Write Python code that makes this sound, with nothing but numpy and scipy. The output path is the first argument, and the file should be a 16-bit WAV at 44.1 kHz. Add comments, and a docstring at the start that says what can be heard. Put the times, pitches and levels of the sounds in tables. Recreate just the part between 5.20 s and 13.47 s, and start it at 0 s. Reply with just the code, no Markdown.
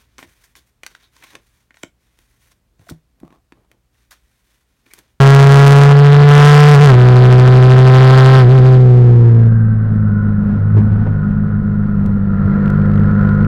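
"""On a race track, a single-cylinder motorcycle is heard by a small camera fixed to its frame.
Over wind rumble and fairing ticks, the piston knocks the casing and the exhaust pulses every second turn.
At full throttle the unbalanced piston shakes the camera against its mount so hard that the input
saturates into a rasping square wave. After one upshift the rider rolls off into a bend:
the overload clears, and exhaust beat and mechanical clatter remain."""
import sys
import numpy as np
from scipy import signal
from scipy.fft import rfft, irfft
from scipy.io import wavfile

SR = 44100
rng = np.random.default_rng(int(sys.argv[2]) if len(sys.argv) > 2 else 0)


def to_wav(s):
    """Save 16-bit WAV."""
    ch = np.atleast_2d(s).T  # columns
    pcm = np.round(np.clip(ch, -1, 1) * 32767)  # PCM
    wavfile.write(sys.argv[1], SR, pcm.astype(np.int16))


N = 364707
TIME = np.arange(N) / SR
COAST_DB = -20  # engine load with the throttle shut

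# Brief lifts of the throttle: t/s, width/s, crank rate lost/Hz, load lost/dB
THROTTLE_LIFTS = [(1.575, .06, 8, 1), (3.26, .08, 10.5, 5), (3.41, .06, 4.5, 2)]
# The drive chain snatches or slackens: t/s, width/s, change of shake/dB, change of exhaust order 2/dB
CHAIN_SNATCHES = [(5.26, 0.12, -5.5, 1), (5.46, .14, 2.5, -12), (5.59, 0.058, 9, 1.5), (5.91, .15, 0.5, -8),
                  (6.35, 0.5, -5, -0.5), (7.26, 0.034, 15.5, -7.5), (7.36, 0.22, -9, -0.5)]


def amp(db):
    """Amplitude ratio of a level: 20 dB to a factor of ten."""
    return 10 ** (np.asarray(db) / 20)


def unit_rms(x):
    """Normalisation to unit mean power."""
    return x / np.sqrt(np.mean(x ** 2) + 1e-20)


def curve(rows):
    """Linear interpolation of (t/s, value) rows at every sample."""
    return np.interp(TIME, *np.transpose(rows))


def swells(rows, column=2):
    """Superposition of Gaussian humps, from rows of (t/s, width at half height/s, heights...)."""
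    return sum(row[column] * 2 ** -((2 * (TIME - row[0]) / row[1]) ** 2) for row in rows)


def wander(hz):
    """Random modulation: noise of rms 1, low-passed at the given frequency."""
    f = np.fft.rfftfreq(N, 1 / SR)
    return unit_rms(irfft(rfft(rng.standard_normal(N)) / (1 + (f / hz) ** 4), N))


def colour(x, spectrum, size=4096):
    """Minimum-phase filtering at unit energy, shaped by rows of (f/Hz, level/dB)."""
    f, db = np.transpose(spectrum)
    log_f = np.log(np.fft.rfftfreq(size, 1 / SR) + 1)
    cepstrum = irfft(np.log(amp(np.interp(log_f, np.log(f), db))))
    cepstrum[1:size // 2] *= 2  # folding the cepstrum makes the filter causal
    cepstrum[size // 2 + 1:] = 0
    taps = irfft(np.exp(rfft(cepstrum)))
    return signal.oaconvolve(x, taps / np.linalg.norm(taps))[:N]


def tone(turns, order, jitter):
    """An engine order of rms 1; phase modulation (jitter, in cycles) broadens its spectral line."""
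    return np.sqrt(2) * np.sin(2 * np.pi * (order * turns + rng.random() + jitter * wander(22)))


def knocks(turns, angle, scatter, spread_db):
    """Quasi-periodic impulses of uneven strength, one a turn; angle and scatter are in turns."""
    phase = turns - angle + scatter * wander(90)
    hits = np.flatnonzero(np.diff(np.floor(phase)) > 0)
    clicks = np.zeros(N)
    clicks[hits] = amp(spread_db * np.clip(rng.standard_normal(N)[hits], -2, 2))
    return clicks


def crank_hz():
    """The rotation rate of the crank is the frequency of which every engine order is a multiple."""
    # A pull, the upshift, a second pull, the roll-off, feathering through the bend: t/s, f/Hz
    rates = [(0, 136.8), (1.64, 148.7), (1.735, 123.8), (3.33, 132.4), (4.15, 115.4), (4.95, 103.6),
             (5.4, 102.4), (5.55, 105.3), (5.9, 104.4), (6.05, 101.3), (6.25, 103.4), (6.65, 101.6),
             (7.15, 98.3), (7.8, 101.8)]
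    return curve(rates) - swells(THROTTLE_LIFTS)


def crank_turns(rocking):
    """Phase is the integral of frequency; uneven firings and the camera's rocking modulate it."""
    return np.cumsum(crank_hz()) / SR + 0.0033 * wander(56) + 0.0074 * wander(6) + .005 * rocking


def response_db(part):
    """Forced response: the level of each part of the machine depends on the driving frequency."""
    # Crank f/Hz, shake/dB, its second harmonic (relative)/dB, exhaust order 1.5/dB, exhaust order 2/dB
    levels = [(100.2, -20.5, -31.5, -23.5, -17.5), (99.57, -22, -33.5, -17.5, -18.5),
              (104.4, -12.5, -27, -20, -19), (108.8, -12, -20.5, -24, -27.5),
              (115, -4.5, -19.5, -21.5, -23), (125.2, -1, -16.5, -9, -28.5), (131.3, 0, -18, -21, -30.5),
              (142, -1.5, -38, -47, -36), (153.4, 6.5, -52, -5, -20)]
    hz, *columns = np.transpose(levels)
    parts = ["shake", "second harmonic", "order 1.5", "order 2"]
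    return np.interp(crank_hz(), hz, columns[parts.index(part)])


def chatter_db(part):
    """Intermittent contact: trapezoidal level changes while the camera chatters hard in its mount."""
    # Start t/s, end t/s, change of the mount's ringing/dB, of its dead stop/dB, of the engine's knock/dB
    bouts = [(-.1, 0.7, -14, 10, 5), (1.102, 1.538, 4.5, 8.5, 10), (1.534, 1.724, -4.5, 9.5, 4.5),
             (2.695, 3.257, 4.5, 3, 5.5)]
    column = {"ringing": 2, "stop": 3, "knock": 4}[part]
    ramp_s = .11
    return sum(bout[column] * np.clip(.5 + np.minimum(TIME - bout[0], bout[1] - TIME) / ramp_s, 0, 1)
               for bout in bouts)


def road():
    """Turbulence behind the windscreen rumbles in gusts; bumps excite exponentially damped jolts."""
    # Wind and road rumble: t/s, level/dB
    wind_levels = [(0, -24), (1.3, -22.5), (1.8, -21), (3.5, -20), (4.3, -27.5), (5.8, -20), (6.4, -25),
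                   (8.27, -21.5)]
    # Spectrum of the rumble: f/Hz, level/dB
    rumble_spectrum = [(10, -27), (27, -3), (40, -6), (80, -6), (130, -4.5), (210, -1), (300, -20),
                       (500, -25), (1000, -32), (4000, -59.5), (16000, -90.5)]
    # Bumps in the track: t/s, level/dB, decay time/s
    bumps = [(5.574, -18, 0.023), (5.606, -25.5, 0.0064), (5.866, -16, 0.013)]
    jolt_spectrum = [(40, 6), (400, -3), (900, -14), (2500, -33), (8000, -70)]  # f/Hz, level/dB
    gusts_db = 1.6 * wander(8)
    wind = unit_rms(colour(rng.standard_normal(N), rumble_spectrum)) * amp(curve(wind_levels) + gusts_db)
    jolts = sum(amp(db) * (TIME > t) * np.exp(-abs(TIME - t) / decay) for t, db, decay in bumps)
    return wind + colour(jolts * rng.standard_normal(N), jolt_spectrum)


def fairing():
    """Heavily damped impacts: loose plastic ticks, each a few milliseconds of dull crackle."""
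    # Ticks of the fairing: t/s, level/dB
    ticks = [(4.999, -41), (5.602, -30), (6.778, -33), (7.551, -33), (8.0102, -32), (8.075, -25),
             (8.133, -28)]
    # Spectrum of the plastic: f/Hz, level/dB
    plastic = [(400, -13), (1500, 12), (2500, -19.5), (6000, -30), (10000, -43), (16000, -31)]
    bursts = sum(amp(db) * (TIME > t) * np.exp(-abs(TIME - t) / .002) for t, db in ticks)
    return colour(bursts * rng.standard_normal(N), plastic)


def clatter(turns, load_db, eased):
    """Impact excitation: each piston reversal rings the casing, evenly under load, loosely coasting."""
    # Resonances of the casing: f/Hz, level/dB
    casing = [(200, -22), (350, -5.5), (500, -0.5), (700, -19.5), (900, -16.5), (1020, -12), (1180, -10),
              (1330, 0), (1470, -10.5), (1650, -9.5), (1900, -14), (2350, -31), (3600, -42.5),
              (4150, -37.5), (7000, -64), (16000, -60)]
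    # Engine orders that fall on the casing's resonance: multiple of crank rate, level/dB
    ring_orders = [(10, -4), (12.5, -15), (13, -2), (14, 5), (14.5, -2.5), (15, -15)]
    # Swells in the casing's ring: t/s, width/s, rise/dB
    ring_swells = [(5.0, 0.18, 7), (6.15, 0.68, 4.5), (8.12, 0.21, 7)]
    tight = knocks(turns, -0.0058, 0.0075, 2.84) + 1.06 * knocks(turns, 0.5117, 0.014, 1)
    loose = knocks(turns, 0.034, 0.028, 2.6) + 1.1 * knocks(turns, 0.59, 0.021, 2.6)
    chain_rustle = rng.standard_normal(N) * (1 + 0.98 * np.cos(2 * np.pi * turns))
    loaded = unit_rms(colour(unit_rms(tight) + .5 * chain_rustle, casing))
    loaded *= amp(load_db + chatter_db("knock") - 22.5)
    coasting = unit_rms(colour(unit_rms(loose) + chain_rustle, casing)) * amp(load_db - 17.5)
    ring = sum(amp(db) * tone(turns, order, 0.1) for order, db in ring_orders)
    ring *= amp(load_db - 29 + swells(ring_swells) + 2 * wander(18))
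    return (1 - eased) * loaded + eased * (coasting + ring)


def exhaust(turns, rocking, load_db, eased):
    """A harmonic series on the firing rate: one pulse every second turn gives half orders."""
    # Overtones of the exhaust pipe: multiple of crank rate, level/dB
    pipe_orders = [(2.5, -33), (3, 6.5), (3.5, 2.5), (4, -0.5), (4.5, 2), (5, -2), (5.5, -5.5), (6, -10),
                   (6.5, -12.5), (7, -4)]
    pickup_db = 0.41 * eased * (load_db - COAST_DB)  # the beat grows as the throttle reopens
    snatch_db = swells(CHAIN_SNATCHES, column=3)
    # amplitudes of the firing rate's third and fourth harmonics
    third = amp(response_db("order 1.5") + pickup_db + 1.7 * wander(3.3))
    fourth = amp(response_db("order 2") + .6 * pickup_db + snatch_db + 1.3 * wander(30))
    beat = amp(-1) * third * tone(turns, 1.5, 0.063) + amp(2) * fourth * tone(turns, 2, 0.051)
    beat += amp(-9.5) * (third + fourth) / 2 * tone(turns, .5, 0.012)
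    beat *= (1 + 0.05 * rocking) * amp(-11 * (1 - eased))
    overtones = sum(amp(db) * tone(turns, order, 0.079) for order, db in pipe_orders)
    overtone_gain = eased * amp(load_db - 29) + (1 - eased) * amp(load_db + .5 * chatter_db("knock") - 34)
    return beat + overtone_gain * overtones


def mount_buzz(turns, load_db, shake_db):
    """Contact nonlinearity: past a threshold of shake the camera slaps one side and stops at the other."""
    threshold_db, full_contact_rise_db = -6.5, 7
    cling_s, release_s = .0006, .00004
    wheel_hz, bounce_peak_s = 12.7, 1.888
    contact = np.clip((shake_db - threshold_db) / full_contact_rise_db, 0, 1)
    # a light contact comes and goes with the wheel's bounce
    lightness = np.clip(1 - chatter_db("stop") / 10, .15, 1)
    bounce_db = 5.5 * lightness * np.cos(2 * np.pi * wheel_hz * (TIME - bounce_peak_s))

    # Resonances of the mount: f/Hz, level/dB
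    mount = [(200, -4.5), (600, -12), (1000, 1), (1450, 9.5), (1800, -5.5), (2300, -9), (3300, 0.5),
             (5000, -6), (8000, -67.5), (16000, -79)]
    stop_angle = .468 + .004 * shake_db  # in turns: a harder shake stops later
    slaps = .25 * knocks(turns, -.05, .004, 1) - knocks(turns, stop_angle + .004, .006, 2)
    ringing = unit_rms(colour(slaps, mount))
    ringing *= amp(load_db - 32.5 + chatter_db("ringing") + .12 * bounce_db)

    t = TIME[:601] - TIME[300]
    shove = np.exp(-abs(t) / cling_s) * np.tanh(t / release_s)  # steepens the down-stroke
    stops = signal.oaconvolve(knocks(turns, stop_angle, .005, 3), shove, "same")
    stops *= amp(1.05 * load_db - 16 + chatter_db("stop") + bounce_db)
    return contact * (ringing - stops)


def shake_level(load_db, eased):
    """Forced vibration of the frame in dB: set by crank rate, raised by load, jerked by the chain."""
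    pull_db = 0.58 * np.clip(0.5 - load_db / COAST_DB, 0, None) * (1 - eased)
    pickup_db = 0.37 * eased * (load_db - COAST_DB)
    return response_db("shake") + pull_db + pickup_db + swells(CHAIN_SNATCHES)


def frame(turns, rocking, shake_db, eased):
    """Reciprocating unbalance shakes the frame once a turn; coasting, chain snatch makes it throb."""
    snatch = np.interp(TIME, [5.3, 5.7], [.25, 1]) * eased * wander(15)
    strength = amp(shake_db + 0.51 * wander(35) + 0.047 * rocking + 2 * np.clip(snatch, -2, 2))
    second_harmonic = amp(response_db("second harmonic")) * np.sin(2 * np.pi * (2 * turns + 0.898))
    return np.sqrt(2) * strength * (np.sin(2 * np.pi * turns) + second_harmonic)


def scene():
    """Superposition at the camera of airborne and structure-borne sound."""
    # Engine load at full throttle, part throttle, shut, and picked up out of the bend: t/s, level/dB
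    loads = [(0, 3.5), (3.22, 2), (3.26, -1), (3.55, -4), (3.62, -15), (4.3, -21), (7.05, -21),
             (7.3, -12.5), (8.27, -13)]
    load_db = curve(loads) - swells(THROTTLE_LIFTS, column=3)
    eased = np.interp(TIME, [3.65, 4.3], [0, 1])  # 0 pulling, 1 once the throttle has rolled shut
    rocking = np.sqrt(2) * np.sin(2 * np.pi * (27 * TIME + .25 * wander(4)))  # the mount's springy mode
    turns = crank_turns(rocking)
    shake_db = shake_level(load_db, eased)
    engine = frame(turns, rocking, shake_db, eased)
    engine += exhaust(turns, rocking, load_db, eased)
    engine += clatter(turns, load_db, eased)
    camera = mount_buzz(turns, load_db, shake_db) + amp(-35.5 + 7 * eased) * rocking
    return (engine + camera + road() + fairing())[None]


def record(dry):
    """Symmetric hard clipping adds odd harmonics; faint hiss and a low-pass band limit follow."""
    clip_level, cutoff_hz = .705, 16000
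    clipped = np.clip(dry, -clip_level, clip_level)
    hiss = amp(-78) * rng.standard_normal(N)
    end_fades = signal.windows.tukey(N, 400 / N)
    low_pass = signal.firwin(511, cutoff_hz, window=("kaiser", 9), fs=SR)
    return signal.oaconvolve((clipped + hiss) * end_fades, low_pass[None], "same")


dry = scene()
out = record(dry)
to_wav(out)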